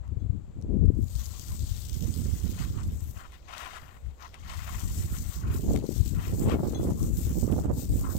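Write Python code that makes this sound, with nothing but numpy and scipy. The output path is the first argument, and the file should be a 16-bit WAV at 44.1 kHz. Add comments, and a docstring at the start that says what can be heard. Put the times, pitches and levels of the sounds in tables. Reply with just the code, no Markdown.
"""Wind buffets two microphone ports separately while a shoe scuffs gritty ground and a metal fitting clinks.
Masking tape is then pulled off a painted hull in a breezy yard: the glue lets go in a spray of tiny snaps.
Wind is summed pressure bumps; tape and grit are random impulses through filters; the fitting is ringing modes.
The left port faces the tape; the right hears it dull, by a late direct path and stray ones around the phone."""
import sys
import numpy as np
from scipy import signal
from scipy.fft import rfft, irfft
from scipy.io import wavfile

SR = 44100
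rng = np.random.default_rng(int(sys.argv[2]) if len(sys.argv) > 2 else 0)


def store_pcm(level_fs):
    """Save levels as 16-bit WAV."""
    pcm = np.round(np.clip(level_fs, -1, 1) * 32767).astype(np.int16)
    wavfile.write(sys.argv[1], SR, np.atleast_2d(pcm).T)


N = 360738   # length in samples

# The pull. Each row: time in seconds, snapping in dB before the near-port gain and the dips,
# drumming of the taut strip in dB relative to the snapping.
PULL_CURVE = [(0.0, -109, 3), (0.89, -78.5, -16), (1.05, -56.5, -18), (1.16, -49, -5.5), (1.87, -49, -6),
              (2.3, -49, -13.5), (2.62, -49, -4.5), (2.82, -58, -7), (3.1, -53.5, -22), (3.44, -77, 10.5),
              (3.6, -54, 0.5), (4.12, -74.5, -17), (4.24, -66.5, 10), (4.35, -75, 4), (4.55, -51.5, -5.5),
              (5.0, -43.5, -24), (5.35, -42.5, -11.5), (5.6, -49.5, -10.5), (5.92, -45, -14.5),
              (6.42, -45, -17), (6.75, -51.5, -13), (7.18, -43, -26), (7.6, -45, -17), (7.8, -42.5, -28),
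              (8.18, -44.5, -17)]
# The tape catches and the pull falters. Each row: centre in seconds, dip in dB, half length in seconds.
PULL_STALLS = [(5.082, 4.5, 0.062), (5.258, 7.5, .08), (5.451, 18, 0.091), (5.673, 5.5, 0.06),
               (5.828, 14.5, 0.093), (6.02, 6, 0.039), (6.178, 12, 0.082), (6.312, 5, .07),
               (6.56, 7.5, .14), (6.766, 10, 0.043), (6.955, 6, 0.047), (7.121, 8.5, 0.054),
               (7.327, 6, 0.064), (7.5, 11, 0.094), (7.685, 19.5, 0.11), (7.887, 8.5, 0.075),
               (8.06, 8, 0.068)]
# Spectrum of the glue letting go. Each row: frequency in Hz, relative density in dB per Hz.
SNAP_SPECTRUM = [(2940, -21), (5000, -14.5), (6360, -9.5), (6820, -5), (7630, -4.5), (8100, -3.5),
                 (8420, -5), (9020, -17), (9480, -16), (11000, -11.5), (15000, -7), (15800, -13),
                 (16200, -42.5)]
# Spectrum of the drumming strip. 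Each row: frequency in Hz, relative density in dB per Hz.
STRIP_SPECTRUM = [(1500, -16.5), (2200, -15), (3000, 0), (4000, 3.5), (5200, 1), (6500, 2), (8500, -35)]
# Single loud snaps. Each row: start in seconds, peak of the high part in dB before the near-port gain,
# peak of the low part in dB relative to the high.
LOUD_SNAPS = [(0.078, -71, 19), (0.5805, -65, -10), (0.6135, -52, -5), (0.624, -44, -15),
              (0.856, -47.5, 2.5), (0.951, -53, -23), (1.0824, -39, -15), (1.1612, -34, -7),
              (1.263, -34, -16), (1.396, -30, -20), (1.5703, -45, -21), (1.8198, -37, -13),
              (1.854, -32.5, -23), (1.8955, -30, -32), (3.321, -66, 19), (3.5808, -43.5, 17),
              (4.067, -76, 9), (4.282, -51, -12), (4.3427, -56, 24.5), (5.7609, -43.5, 20), (5.758, -58, 6),
              (5.774, -38, 4), (5.8897, -46, -22), (6.0516, -38, -22), (6.4967, -44, 12), (6.722, -47, -14),
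              (7.029, -30, -16), (7.171, -31.5, -31), (7.524, -48.5, 14), (7.7837, -40, -25)]
# Loss on the way to the right port. Each row: frequency in Hz, loss in dB.
BODY_SHADOW = [(300, -7.5), (700, 9), (1400, 15), (3000, 27), (4500, 25.5), (7500, 42), (8500, 37),
               (9500, 21), (12000, 13), (13500, 21), (15000, 22)]
# Shoes dragging on grit. Each row: start in seconds, held time in seconds, level in dB,
# sharpness in dB per octave.
SHOE_DRAGS = [(0.04, 0.036, -43, -15), (1.16, .38, -44.5, -1), (2.59, 0.052, -35.5, 2.5),
              (2.77, 0.055, -35, -6), (3.17, 0.085, -35.5, -1), (3.32, 0.026, -41, 3.5),
              (3.49, 0.051, -33.5, 1), (3.54, 0.24, -29.5, 1), (3.755, 0.02, -29, -0.5),
              (3.82, 0.15, -37.5, -0.5), (4.22, 0.038, -30.5, -6), (4.345, 0.0088, -37.5, 1.5),
              (4.44, .04, -43, 3.5), (4.5, 0.045, -29.5, 2), (4.6, 0.07, -37.5, 2.5),
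              (4.669, 0.091, -29, 1.5), (4.78, 0.038, -34, 2), (5.14, 0.023, -36, 2.5),
              (5.33, 0.23, -35, -5), (5.51, 0.011, -38, 6), (5.76, 0.01, -42, 7), (6.16, .16, -40, 0),
              (6.21, .06, -35, 1), (6.42, .06, -38.5, -5), (6.495, 0.028, -20.5, 0), (6.58, .3, -39, -6.5),
              (7.0, 0.037, -31.5, -36), (7.28, 0.032, -40, 4.5), (7.47, 0.061, -34.5, -9.5),
              (7.6, 0.097, -43.5, -1), (8.0, 0.035, -40, -8), (8.05, .06, -25, -21)]
# Grit shifting between the drags. Each row: time in seconds, level in dB.
GRIT_SHUFFLE = [(1.0, -83), (1.2, -59), (2.5, -46), (3.0, -54), (4.2, -55.5), (5.0, -44.5), (5.9, -52),
                (6.9, -49), (7.2, -57), (8.18, -72)]
# Resonances of sole and grit. Each row: frequency in Hz, width in Hz before a common 40 Hz is added,
# relative level in dB before sharpness and drift.
GRIT_MODES = [(690, 100, -2.5), (1063, 115, 4), (1370, 217, 0.5), (1940, 280, -2.5), (2196, 27, -1.5),
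              (2450, 460, -6), (3230, 340, -13), (3695, 9.1, -5.5)]
# Knocks on the metal fitting. Each row: time in seconds, strength in dB.
FITTING_KNOCKS = [(0.199, -64), (6.747, -38)]
# Modes of the fitting. Each row: frequency in Hz, relative level in dB, 60 dB decay time in seconds.
FITTING_MODES = [(2050, -15, .1), (3420, -4.5, 0.23), (3350, -19, 0.23), (4030, -7.5, 0.19),
                 (6300, -2, 0.12)]
# Eddy sizes. Each row: top frequency in Hz, eddies per second, relative level in dB,
# share of the small-eddy control followed.
EDDY_SIZES = [(77.9, 300, -1, 0.019), (163, 300, -6.5, 0.22), (275, 380, -4, 0.64), (415, 250, -8.5, 1.08),
              (702, 280, -15.5, 2.1), (1140, 700, -26.5, 3.5), (2210, 490, -50, 3)]
# Wind on the left port. Each row: time in seconds, big-eddy control in dB, small-eddy control in dB
# relative to it.
LEFT_GUSTS = [(0.0, -32, -61), (0.15, -30, -15), (0.32, -26, -16), (0.47, -44, -20), (0.65, -31, -5),
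              (0.87, -16.5, -14), (1.02, -24, -22), (1.1, -26.5, -45), (1.4, -33, -22), (1.7, -28, -39),
              (2.15, -41.5, -38), (2.7, -35, -25), (2.85, -33.5, -22), (3.15, -35, -31), (3.3, -63, -13),
              (3.95, -47, -27), (4.08, -31, -39), (4.2, -71, -14), (4.5, -31.5, -46), (4.85, -26.5, -21),
              (5.2, -32.5, -24.5), (5.5, -29, -15.5), (5.7, -30.5, -1.5), (5.9, -32, -1.5),
              (6.0, -23.5, -16.5), (6.28, -25.5, -16), (6.5, -30.5, 2), (6.9, -30.5, -1.5),
              (7.15, -22.5, -15.5), (7.35, -34, -12.5), (7.5, -34, -0.5), (8.05, -26, -18),
              (8.18, -33, -12)]
# Wind on the right port. Each row: time in seconds, big-eddy control in dB, small-eddy control in dB
# relative to it.
RIGHT_GUSTS = [(0.0, -50, -22), (0.55, -44.5, -22), (0.78, -32.5, -24), (0.92, -40, -23.5),
               (1.42, -44, -30), (1.62, -33, -10), (1.82, -42.5, -24), (2.0, -26, -13), (2.9, -30, -15),
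               (3.18, -51, -18), (3.55, -54, -13), (4.2, -62, -15), (4.55, -41, -33), (4.95, -31, -14.5),
               (5.17, -30, -12.5), (5.3, -43, -34), (5.48, -25, -12.5), (5.78, -27.5, -2), (5.9, -46, -36),
               (6.17, -39, -28), (6.3, -24, -3.5), (6.55, -32.5, 0), (6.9, -31, 0), (7.15, -32, -8.5),
               (7.48, -23, -4.5), (7.65, -32.5, 3.5), (7.95, -28, -8), (8.18, -28, 0)]
# Strongest single eddies. Each row: centre in seconds, peak in dB, pitch in Hz, port (0 left, 1 right).
SINGLE_EDDIES = [(0.303, -10.5, 79.5, 0), (0.743, -16, 264, 0), (0.847, -17, 243, 0), (0.89, -3.5, 72, 0),
                 (0.903, -10.5, 250, 0), (0.991, -13, 201, 0), (1.719, -13.5, 69, 0), (4.069, -30, 69.5, 0),
                 (5.709, -17, 430, 0), (5.742, -16, 380, 0), (5.842, -15.5, 298, 0), (5.892, -12, 282, 0),
                 (6.01, -6, 78.4, 0), (6.338, -18, 75.0, 1), (6.42, -14, 242, 1), (6.441, -18.0, 220.0, 1),
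                 (6.499, -15.5, 530.0, 0), (6.523, -13, 320.0, 0), (6.529, -14, 296, 1),
                 (6.542, -12, 310.0, 1), (6.633, -17, 378, 0), (6.685, -14.5, 280, 1),
                 (6.797, -16, 270.0, 0), (6.832, -16, 330, 1), (6.853, -16, 290.0, 0),
                 (6.887, -17, 280.0, 1), (7.379, -17.5, 270.0, 1), (7.479, -14.5, 315, 1),
                 (7.502, -15, 252, 1)]
# Far yard noise. Each row: frequency in Hz, left density in dB per Hz, right density in dB per Hz.
YARD_SPECTRA = [(29, -94, -68), (63.5, -60.5, -66), (105, -86, -83), (285, -88, -93.5), (547, -88.5, -100),
                (930, -94.5, -108), (1780, -104, -118), (4300, -109, -126), (5700, -116, -130),
                (7400, -103, -136), (7970, -107, -134), (8800, -130, -131), (12500, -123, -122),
                (15500, -127, -125)]

NEAR_PORT_DB = 2   # gain of tape sounds, as the left port faces the tape
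DRUM_KEEPS = 0.31   # share of each dip that the still taut strip does not follow
LATE_SAMPLES = 19   # longer direct way to the right port
SCATTER = 0.75   # share of the right port's power that comes by stray paths
SCUFF_RISE_DB_PER_S, SCUFF_FALL_DB_PER_S = 380, 380
SHUFFLE_SHARPNESS_DB = 6   # per octave
PORT_CUT_HZ, CUTOFF_HZ = 74.4, 15800   # wind pressure leak, recording top


def from_db(db):
    """The decibel law: level to amplitude gain."""
    return 10 ** (np.asarray(db) / 20)


def rms_one(x):
    """Normalisation by power: scale to rms 1."""
    return x / np.sqrt(np.mean(x ** 2) + 1e-20)


def in_time(rows):
    """Linear interpolation: columns of a curve table, one value a sample."""
    seconds, *columns = np.transpose(rows)
    t = np.arange(N) / SR
    return [np.interp(t, seconds, column) for column in columns]


def response(points, column=1):
    """Frequency response: a table in Hz and dB as gain on the FFT grid, linear in log frequency."""
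    hz = np.maximum(np.fft.rfftfreq(N, 1 / SR), 1)
    table = np.array(points)
    return from_db(np.interp(np.log(hz), np.log(table[:, 0]), table[:, column]))


def colour(x, gain):
    """Linear filtering as a product of spectra on the FFT grid."""
    return irfft(rfft(x) * gain, N)


def drift(rate_hz):
    """Low-passed noise: a slow random course with rms 1."""
    r = np.exp(-40 * np.pi * rate_hz / SR)   # computed at a twentieth of SR
    noise = rng.standard_normal(N // 20 + 2002)
    slow = signal.lfilter([1], [1, -2 * r, r * r], noise)[2000:]   # start-up discarded
    return np.interp(np.arange(N) / 20, np.arange(len(slow)), rms_one(slow))


def grains(per_s, spread_db, upward=.5):
    """Shot noise: random impulses of uneven size; upward is the share that pushes rather than pulls."""
    sizes = from_db(spread_db * np.minimum(rng.exponential(1, N), 5))
    signs = np.where(rng.random(N) < upward, 1., -1.)
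    happens = rng.random(N) < per_s / SR
    return sizes * signs * happens + 1e-18


def band(x, low_hz, high_hz, order=2):
    """Butterworth band-pass: maximally flat between two edges."""
    sos = signal.butter(order, [low_hz, high_hz], "band", fs=SR, output="sos")
    return signal.sosfilt(sos, x)


def peel():
    """Stick-slip fracture: glue threads snap densely; coarser jerks also drum on the stretched strip."""
    snap_db, strip_db = in_time(PULL_CURVE)
    dip_db = stalls()
    jerks = grains(200, spread_db=2.7, upward=1)
    jerk_envelope = signal.lfilter([1], [1, -np.exp(-1 / (0.0017 * SR))], jerks)   # 1.7 ms decay
    jerks = rms_one(jerk_envelope * rng.standard_normal(N))
    threads = rms_one(grains(6000, spread_db=0.0) * from_db(1.16 * drift(30)))
    snapping = rms_one(colour(threads + .5 * jerks, response(SNAP_SPECTRUM)))
    drumming = rms_one(colour(threads + 1.1 * jerks, response(STRIP_SPECTRUM)))
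    drumming = drumming * from_db(strip_db + DRUM_KEEPS * dip_db)
    twisting = patchy(snapping + drumming, depth_db=2.0)
    return from_db(snap_db - dip_db + NEAR_PORT_DB) * twisting


def stalls():
    """Slackening tension: the pull dips in dB toward each catch and picks up again after it."""
    t = np.arange(N) / SR
    return sum(dip_db * np.maximum(1 - abs(t - s) / half_s, 0) for s, dip_db, half_s in PULL_STALLS)


def patchy(x, depth_db):
    """Varying radiation: the strip twists as it comes away, so each band swells and sinks by itself."""
    edges_hz = np.geomspace(2000, 16000, 19)
    out = x
    for low_hz, high_hz in zip(edges_hz, edges_hz[1:]):
        change = from_db(depth_db * drift(7.6)) - 1
        out = out + band(x, low_hz, high_hz, order=1) * change
    return out


def ticks():
    """Sudden release at a stubborn spot: a sharp crack with a ragged tail of a few milliseconds."""
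    out, age = np.zeros(N), np.arange(700) / SR
    for s, peak_db, low_db in LOUD_SNAPS:
        burst = .4 * rng.standard_normal(700) * np.exp(-age / .002)
        burst[0] = 1
        high = band(burst, 3500, 8600)
        low = band(burst, 1000, 4000, order=1)
        crack = high / abs(high).max() + from_db(low_db) * low / abs(low).max()
        at = round(s * SR)
        out[at:at + 700] += from_db(peak_db) * crack
    return from_db(NEAR_PORT_DB) * out


def scuff():
    """Granular friction: grit cracks under the sole in uneven bursts; sharp drags favour outer resonances."""
    level, sharpness_db = drags()
    grit = rms_one(grains(2500, spread_db=0.0) * from_db(4.3 * np.tanh(drift(19) / 1.24)))
    out = from_db(-16.5 + 1.7 * sharpness_db) * band(grit, 1700, 5900, order=1)   # dry rasp
    for k, (hz, width_hz, mode_db) in enumerate(GRIT_MODES):
        r = np.exp(-np.pi * (width_hz + 40) / SR)
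        poles = [1, -2 * r * np.cos(2 * np.pi * hz / SR), r * r]
        ring = signal.lfilter([1, 0, -1], poles, grit) * (1 - r * r) / 2
        octaves = abs(np.log2(hz / 1150))   # distance to either side of 1150 Hz
        gain_db = mode_db + sharpness_db * octaves + 2.03 * drift(26)
        out = out + ring * from_db(gain_db) * (-1) ** k   # alternating polarity
    return level * out


def drags():
    """Addition of powers: drags rise, hold and die over the shuffle; the loudest sets the sharpness."""
    t = np.arange(N) / SR
    power = from_db(2 * in_time(GRIT_SHUFFLE)[0])   # twice the dB turns gain into power
    weighted = power * SHUFFLE_SHARPNESS_DB
    for s, held_s, level_db, sharpness_db in SHOE_DRAGS:
        before_db = SCUFF_RISE_DB_PER_S * np.maximum(s - t, 0)
        after_db = SCUFF_FALL_DB_PER_S * np.maximum(t - s - held_s, 0)
        drag = from_db(2 * (level_db - before_db - after_db))
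        power = power + drag
        weighted = weighted + drag * sharpness_db
    return np.sqrt(power), weighted / power


def clinks():
    """Modal vibration: each knock sets the damped modes of the fitting ringing."""
    knocks, out = np.full(N, 1e-18), 0
    for s, strength_db in FITTING_KNOCKS:
        knocks[round(s * SR)] = from_db(strength_db)
    for hz, level_db, t60_s in FITTING_MODES:
        r, w = from_db(-60 / (t60_s * SR)), 2 * np.pi * hz / SR
        ring = signal.lfilter([0, np.sin(w)], [1, -2 * r * np.cos(w), r * r], knocks)
        out = out + from_db(level_db) * ring
    return out


def shaded(x):
    """Diffraction and scattering: a late direct path plus stray paths that shift, dulled by the phone's body."""
    direct = np.pad(x, (LATE_SAMPLES, 0))[:N]
    paths = rng.standard_normal((2, 2000)) * np.exp(-np.arange(2000) / (0.017 * SR))
    first, second = (signal.fftconvolve(x, path / np.linalg.norm(path))[:N] for path in paths)
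    sway = 2.5 * drift(12)   # radians; the phone sways
    stray = np.cos(sway) * first + np.sin(sway) * second
    heard = np.sqrt(1 - SCATTER) * direct + np.sqrt(SCATTER) * stray
    heard[-300:] *= np.linspace(1, 0, 300)   # nothing wraps round to the start
    return colour(heard, 1 / response(BODY_SHADOW))


def wind(big_db, small_db):
    """Turbulent pressure: eddies pass as smooth bumps; a faster gust brings out smaller, sharper ones."""
    out, hz = 0, np.fft.rfftfreq(N, 1 / SR)
    flutter = 1.68 * np.tanh(drift(16.6) / 0.98)
    port = hz ** 2 / np.hypot(hz ** 2, PORT_CUT_HZ ** 2)   # the slowest pressure leaks away
    fronts = rms_one(grains(140, spread_db=2.0, upward=.75))   # one front carries eddies of several sizes
    for top_hz, per_s, level_db, share in EDDY_SIZES:
        bell = np.exp(-(hz / top_hz) ** 2.39) * hz / np.hypot(hz, 1.14 * top_hz)
        passing = rms_one(grains(per_s, spread_db=3.0, upward=.7)) + 0.57 * share * fronts
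        gain_db = big_db + level_db + share * small_db + (3.65 + 0.7 * share) * flutter
        out = out + rms_one(colour(passing, bell * port)) * from_db(gain_db)
    return out


def pops():
    """Local pressure pulse: a strong eddy hits one port as a single bump with a dip on either side."""
    out, age = np.zeros((2, N)), np.arange(-900, 900) / SR
    for s, peak_db, hz, port in SINGLE_EDDIES:
        turn = (np.pi * hz * age) ** 2
        bump = (1 - 2 * turn) * np.exp(-turn)
        at = round(s * SR)
        out[int(port), at - 900:at + 900] += from_db(peak_db) * bump
    return out


def yard():
    """Partial coherence: steady far noise, partly alike at both ports."""
    left, stray = rng.standard_normal((2, N)) * np.sqrt(SR / 2)   # unit power per Hz
    right = .6 * left + .8 * stray
    left_noise = colour(left, response(YARD_SPECTRA, column=1))
    right_noise = colour(right, response(YARD_SPECTRA, column=2))
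    return np.array([left_noise, right_noise])


def scene():
    """Superposition: near sounds reach both ports, each with wind of its own."""
    near, clink = peel() + ticks() + scuff(), clinks()
    left = near + clink + wind(*in_time(LEFT_GUSTS))
    right = shaded(near + from_db(5) * clink) + wind(*in_time(RIGHT_GUSTS))
    return np.array([left, right]) + pops() + yard()


def record(dry):
    """Saturation and band limit: the microphone stage rounds strong buffets; the top is cut steeply."""
    rounded = .7 * np.tanh(dry / .7)
    steep_cut = signal.ellip(14, .5, 90, CUTOFF_HZ, fs=SR, output="sos")
    return signal.sosfilt(steep_cut, rounded)


dry = scene()
out = record(dry)
store_pcm(out)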